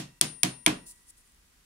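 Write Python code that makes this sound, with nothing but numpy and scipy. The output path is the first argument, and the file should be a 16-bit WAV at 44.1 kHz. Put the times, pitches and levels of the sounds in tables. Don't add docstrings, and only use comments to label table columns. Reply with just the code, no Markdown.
import sys
import numpy as np
from scipy import signal
from scipy.fft import rfft, irfft
from scipy.io import wavfile
from scipy.ndimage import uniform_filter1d

SR = 44100
rng = np.random.default_rng(int(sys.argv[2]) if len(sys.argv) > 2 else 0)


def magnitude_from_level(level_db):
    exponent = np.asarray(level_db, float) / 20
    return 10 ** exponent


def wav_out(sig):
    wavfile.write(sys.argv[1], SR, np.round(np.clip(np.atleast_2d(sig).T, -1, 1) * 32767).astype(np.int16))


N = 72765
LEAD = 2048
M = N + LEAD
T = (np.arange(M) - LEAD) / SR


def table(points, hz):
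    p = np.array(points, float)
    return np.interp(np.log(hz + 1), np.log(p[:, 0]), p[:, 1])


def colour(x, points):
    log_gain = table(points, np.fft.rfftfreq(4096, 1 / SR)) * np.log(10) / 20
    c = irfft(log_gain)
    c = np.concatenate([c[:1], 2 * c[1:2048], np.zeros(2048)])
    impulse = irfft(np.exp(rfft(c)))[:2048]
    return signal.fftconvolve(x, impulse)[:len(x)]


def unit(x):
    return x / np.sqrt(np.mean(x ** 2))


def clicks(times_s, levels_db):
    out = np.zeros(M)
    for s, db in zip(times_s, levels_db):
        k = int(s * SR) + LEAD + np.arange(-8, 9)
        d = (T[k] - s) * SR
        out[k] += magnitude_from_level(db) * np.sinc(d) * np.cos(np.pi * d / 18) ** 2
    return out


def fade(start_s, t60_s, rise_s):
    age_s = np.maximum(T - start_s, 0)
    return (1 - np.exp(-age_s / rise_s)) * magnitude_from_level(-60 * age_s / t60_s)


def bands():
    spec = rfft(rng.standard_normal((2, M)))
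    f = np.fft.rfftfreq(M, 1 / SR) + 1
    for hz in 25 * 2 ** (np.arange(29) / 3):
        window = np.cos(np.clip(3 * np.log2(f / hz), -1, 1) * np.pi / 2) ** 2
        yield hz, irfft(spec * window, M)


def ports(pair, hz, side_hz):
    share = np.clip((hz / side_hz) ** 2, .2, 1)
    return np.array([pair[0], np.sqrt(1 - share) * pair[0] + np.sqrt(share) * pair[1]])


# frequency in Hz, level in dB per Hz.
AIR_SPECTRUM = [(60, -2), (110, -14), (210, -14), (600, -24.5), (1200, -19.5), (4000, -22.5), (9700, -22.5),
                (15800, -31.5)]
AIR_DB = -63.5


def air():
    out = 0
    for hz, pair in bands():
        out = out + magnitude_from_level(table(AIR_SPECTRUM, hz)) * ports(pair, hz, 450.0)
    return magnitude_from_level(AIR_DB) * unit(out)


STRIKE_S = [-.012, .2122, .4326, .6629]
REBOUND_S = [.016, .0140, .0166, .0168]
# level in dB, nail depth 0-1, rebound in dB, bench in dB.
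FORCE = [
    (-6, 0.05, -22.5, 4.5),
    (3.5, 0, -25, -4),
    (2, 0.3, -16.5, 3.5),
    (2.5, 0.97, -15, 3.5),
]
# strike in s, rebound in s, then the row of FORCE.
BLOWS = [(s, s + after, *row) for s, after, row in zip(STRIKE_S, REBOUND_S, FORCE)]
# frequency in Hz, gain in dB.
SINK = [(200, 11.5), (1000, 15.5), (2800, 11), (5500, -3), (10000, 2), (16000, -4)]
# frequency in Hz, t60 in seconds.
ROOM_T60 = [(300, 0.36), (700, 0.3), (1840, 0.24), (4850, 0.25), (9000, 0.22), (14000, 0.13)]
# frequency in Hz, level in dB.
ROOM_COLOUR = [(90, -14), (200, 2.5), (500, -6), (1200, -6), (3000, -2.5), (9700, -8), (11500, -11.5),
               (15500, -20.5)]
ROOM_DB, ROOM_RISE_S = -21.5, 0.0023


def room():
    out = 0
    for hz, pair in bands():
        t60_s = table(ROOM_T60, hz)
        env = 0
        for strike_s, rebound_s, db, depth, rebound_db, _ in BLOWS:
            echo = fade(strike_s, t60_s, ROOM_RISE_S)
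            echo = echo + magnitude_from_level(rebound_db - 7) * fade(rebound_s, t60_s, ROOM_RISE_S)
            env = env + magnitude_from_level(db + 0.55 * depth * table(SINK, hz)) * echo
        out = out + magnitude_from_level(ROOM_DB + table(ROOM_COLOUR, hz)) * env * ports(pair, hz, 400.0)
    return out


# start in s, rise in s, hold in s, fall t60 in s, level in dB.
RUSTLE = [
    (0.851, 0.016, 0.06, 0.11, -48),
    (0.926, 0.033, .08, 0.63, -65.5),
    (1.052, 0.0455, 0.055, 0.022, -52.5),
    (1.161, 0.013, 0.031, 0.16, -63),
    (1.217, 0.035, 0.085, 0.23, -70.5),
    (1.623, .03, 0.056, .1, -69),
]
# frequency in Hz, level in dB per Hz.
GLOVE_SPECTRUM = [(2500, -30), (4200, -13), (6000, -10), (8300, -4), (9900, 2), (11500, -11.5),
                  (15800, -15)]
# time in seconds, level in dB.
CREAKS = [(0.867, -44), (.912, -35.5), (.938, -50.5), (0.975, -52.5), (1.18, -44.5), (1.197, -57),
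          (1.214, -50), (1.295, -65.5), (1.321, -50.5), (1.347, -50)]
GLOVE_DB, GRAINS_PER_S, GRAIN_SPREAD_DB, LAG_MS = 1.5, 8800, 3.5, .12


def glove():
    hits = rng.random(M) < GRAINS_PER_S / SR
    grains = hits * rng.standard_normal(M) * magnitude_from_level(GRAIN_SPREAD_DB * rng.exponential(size=M))
    env = 0
    for start_s, rise_s, hold_s, t60_s, db in RUSTLE:
        swell = np.clip((T - start_s) / rise_s, 0, 1) ** 2
        fall = magnitude_from_level(-60 * np.maximum(T - start_s - hold_s, 0) / t60_s)
        env = env + magnitude_from_level(GLOVE_DB + db) * swell * fall
    creaks = colour(clicks(*np.array(CREAKS).T), GLOVE_SPECTRUM)
    near = env * unit(colour(grains, GLOVE_SPECTRUM)) + magnitude_from_level(21.5) * creaks
    hiss = np.array([unit(colour(rng.standard_normal(M), GLOVE_SPECTRUM)) for _ in range(2)])
    far = magnitude_from_level(-2.5) * env * hiss
    right = magnitude_from_level(-2.5) * np.interp(T - LAG_MS / 1000, T, near)
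    return np.array([near, right]) * .7 + far


HEAD_DB = [-65.5, -38, -41.5, -49]
HEAD_HZ, HEAD_LIFT_S, HEAD_T60_S, HEAD_RIGHT_DB = 9119, .04, 0.94, -19
GRIP_S, GRIP_T60_S = .87, .35
# frequency in Hz, t60 in seconds, left in dB, right in dB.
TOOLS = [
    (967, 1., -64, -65),
    (1873, .45, -54, -58),
    (1935, 2.6, -78, -65),
    (2713, .6, -56, -56),
    (5470, .8, -66, -61),
]
RATTLE_S = 0.016


def steel():
    out = np.zeros((2, M))
    wavers = []
    for _ in TOOLS:
        drift = uniform_filter1d(rng.standard_normal(M), int(RATTLE_S * SR))
        wavers.append(1 + .2 * unit(drift))
    grip_db = -60 * np.maximum(T - GRIP_S, 0) / GRIP_T60_S
    ends_s = STRIKE_S[1:] + [9]
    for (strike_s, _, db, depth, _, _), end_s, head_db in zip(BLOWS, ends_s, HEAD_DB):
        free = T < end_s
        head = np.sin(2 * np.pi * HEAD_HZ * (T - strike_s))
        head = magnitude_from_level(head_db + 5.5) * fade(strike_s, HEAD_T60_S, HEAD_LIFT_S) * head
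        out += free * head * magnitude_from_level(grip_db + np.array([[0], [HEAD_RIGHT_DB]]))
        for (hz, t60_s, left_db, right_db), waver in zip(TOOLS, wavers):
            ring = free * waver * fade(strike_s, t60_s, 0.0018) * np.sin(2 * np.pi * hz * (T - strike_s))
            out += ring * magnitude_from_level(np.array([[left_db], [right_db]]) + db / 2 + 2 * depth)
    return out


# frequency in Hz, t60 in seconds.
BENCH_MODES = [(62, .25), (130, .3), (153, .28), (183, .2), (215, .18), (258, .2), (305, .15), (323, .13),
               (350, .18), (409, .25), (549, .15), (680, .09), (716, .11), (990, .09)]
# dB with nail high, dB with nail deep.
BENCH_MIX = [(-26.5, -27.5), (-10, -14), (-3, -1), (-8, -8.5), (-11.5, -11), (-10.5, -0.5), (-8.5, -0.5),
             (-17.5, 5), (-13.5, -16), (-20, -19.5), (-21, -16), (-14.5, -5), (-8.5, -8), (-17.5, -1.5)]
BENCH_DB, BENCH_SWELL_S, BENCH_REBOUND_DB = -28, 0.013, 10.5
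BENCH_SIDE_HZ, BENCH_RIGHT_DB = 520, 6.5


def bench():
    out = np.zeros((2, M))
    for strike_s, rebound_s, db, depth, rebound_db, bench_db in BLOWS:
        for k, ((hz, t60_s), (high_db, deep_db)) in enumerate(zip(BENCH_MODES, BENCH_MIX)):
            apart = np.array([[0], [min(hz / BENCH_SIDE_HZ, 1) ** 4]])

            def ring(at_s):
                return (-1) ** k * np.sin(2 * np.pi * hz * (T - at_s) + 2.8 * apart)

            mode_db = high_db + depth * (deep_db - high_db) + BENCH_RIGHT_DB * apart
            first = fade(strike_s, t60_s, BENCH_SWELL_S * 200 / hz) * ring(strike_s)
            second = fade(rebound_s, t60_s, 0.0034) * ring(rebound_s)
            second = magnitude_from_level(rebound_db + BENCH_REBOUND_DB) * second
            out += magnitude_from_level(BENCH_DB + db + bench_db + mode_db) * (first + second)
    return out


# frequency in Hz, gain in dB.
CRACK_COLOUR = [
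    [(90, -59.5), (900, -26.5), (2100, -3), (3300, -4.5), (5000, -3.5), (9700, 3), (11400, -9),
     (15500, -24.5)],
    [(90, -43.5), (900, -27), (2600, -4.5), (4500, -3), (6200, 0), (9500, -3), (11500, -9.5), (15500, -20)],
]
GLANCE_MS = [
    [0, .39, .59, .8, 1.0, 1.22, 1.88, 2.2],
    [.07, .61, .8, .93, 1.47, 1.79, 2.33, 3.1],
]
GLANCE_DB = [
    [0, -7, 0, -4, -3, -1, -6, -10],
    [0, 0, -4, -2, -8, -6, -9, -12],
]
# frequency in Hz, gain in dB.
REBOUND_COLOUR = [(3000, 2.5), (9000, -4.5)]
CRACK_DB, SPLINTER_DB, SPLINTER_T60_S = 6, -16, 0.017


def crack():
    out = np.zeros((2, M))
    for strike_s, rebound_s, db, depth, rebound_db, _ in BLOWS:
        sink = [(hz, depth * gain_db) for hz, gain_db in SINK]
        for c in range(2):
            lag_s = np.array(GLANCE_MS[c]) / 1000
            glance_db = np.array(GLANCE_DB[c])
            first = clicks(strike_s + lag_s, glance_db)
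            second = colour(clicks(rebound_s + lag_s, glance_db + rebound_db), REBOUND_COLOUR)
            splinter = rng.standard_normal(M) * fade(strike_s, SPLINTER_T60_S, 0.00012)
            x = magnitude_from_level(SPLINTER_DB) * splinter - first - second
            out[c] += magnitude_from_level(db + CRACK_DB) * colour(colour(x, CRACK_COLOUR[c]), sink)
    return out


HUSH_DB, HUSH_FROM_S, HUSH_TO_S = -16, .014, .004
DUCK_DB, RECOVER_S = -1, .15


def scene():
    sag_db = sum(DUCK_DB * (T > s) * np.exp(-np.abs(T - s) / RECOVER_S) for s in STRIKE_S)
    hush = 0
    for k, s in enumerate(STRIKE_S[1:], 1):
        hush = hush + 1 / k * (T > s - HUSH_FROM_S / k) * (T < s - HUSH_TO_S)
    hush_db = HUSH_DB * uniform_filter1d(hush, size=90)
    background = magnitude_from_level(hush_db) * (room() + magnitude_from_level(sag_db) * air())
    return (background + glove() + steel() + bench() + crack())[:, LEAD:]


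def low_pass(x):
    return signal.sosfilt(signal.butter(12, 16990, fs=SR, output="sos"), x)


# frequency in Hz, gain in dB.
TOP = [(15700, 0), (16100, -26), (17000, -36)]
CEILING = 1.6


def record(dry):
    rounded = CEILING * np.tanh(dry / CEILING)
    mix = np.array([colour(c, TOP) for c in rounded])
    return low_pass(mix)


dry = scene()
out = record(dry)
wav_out(out)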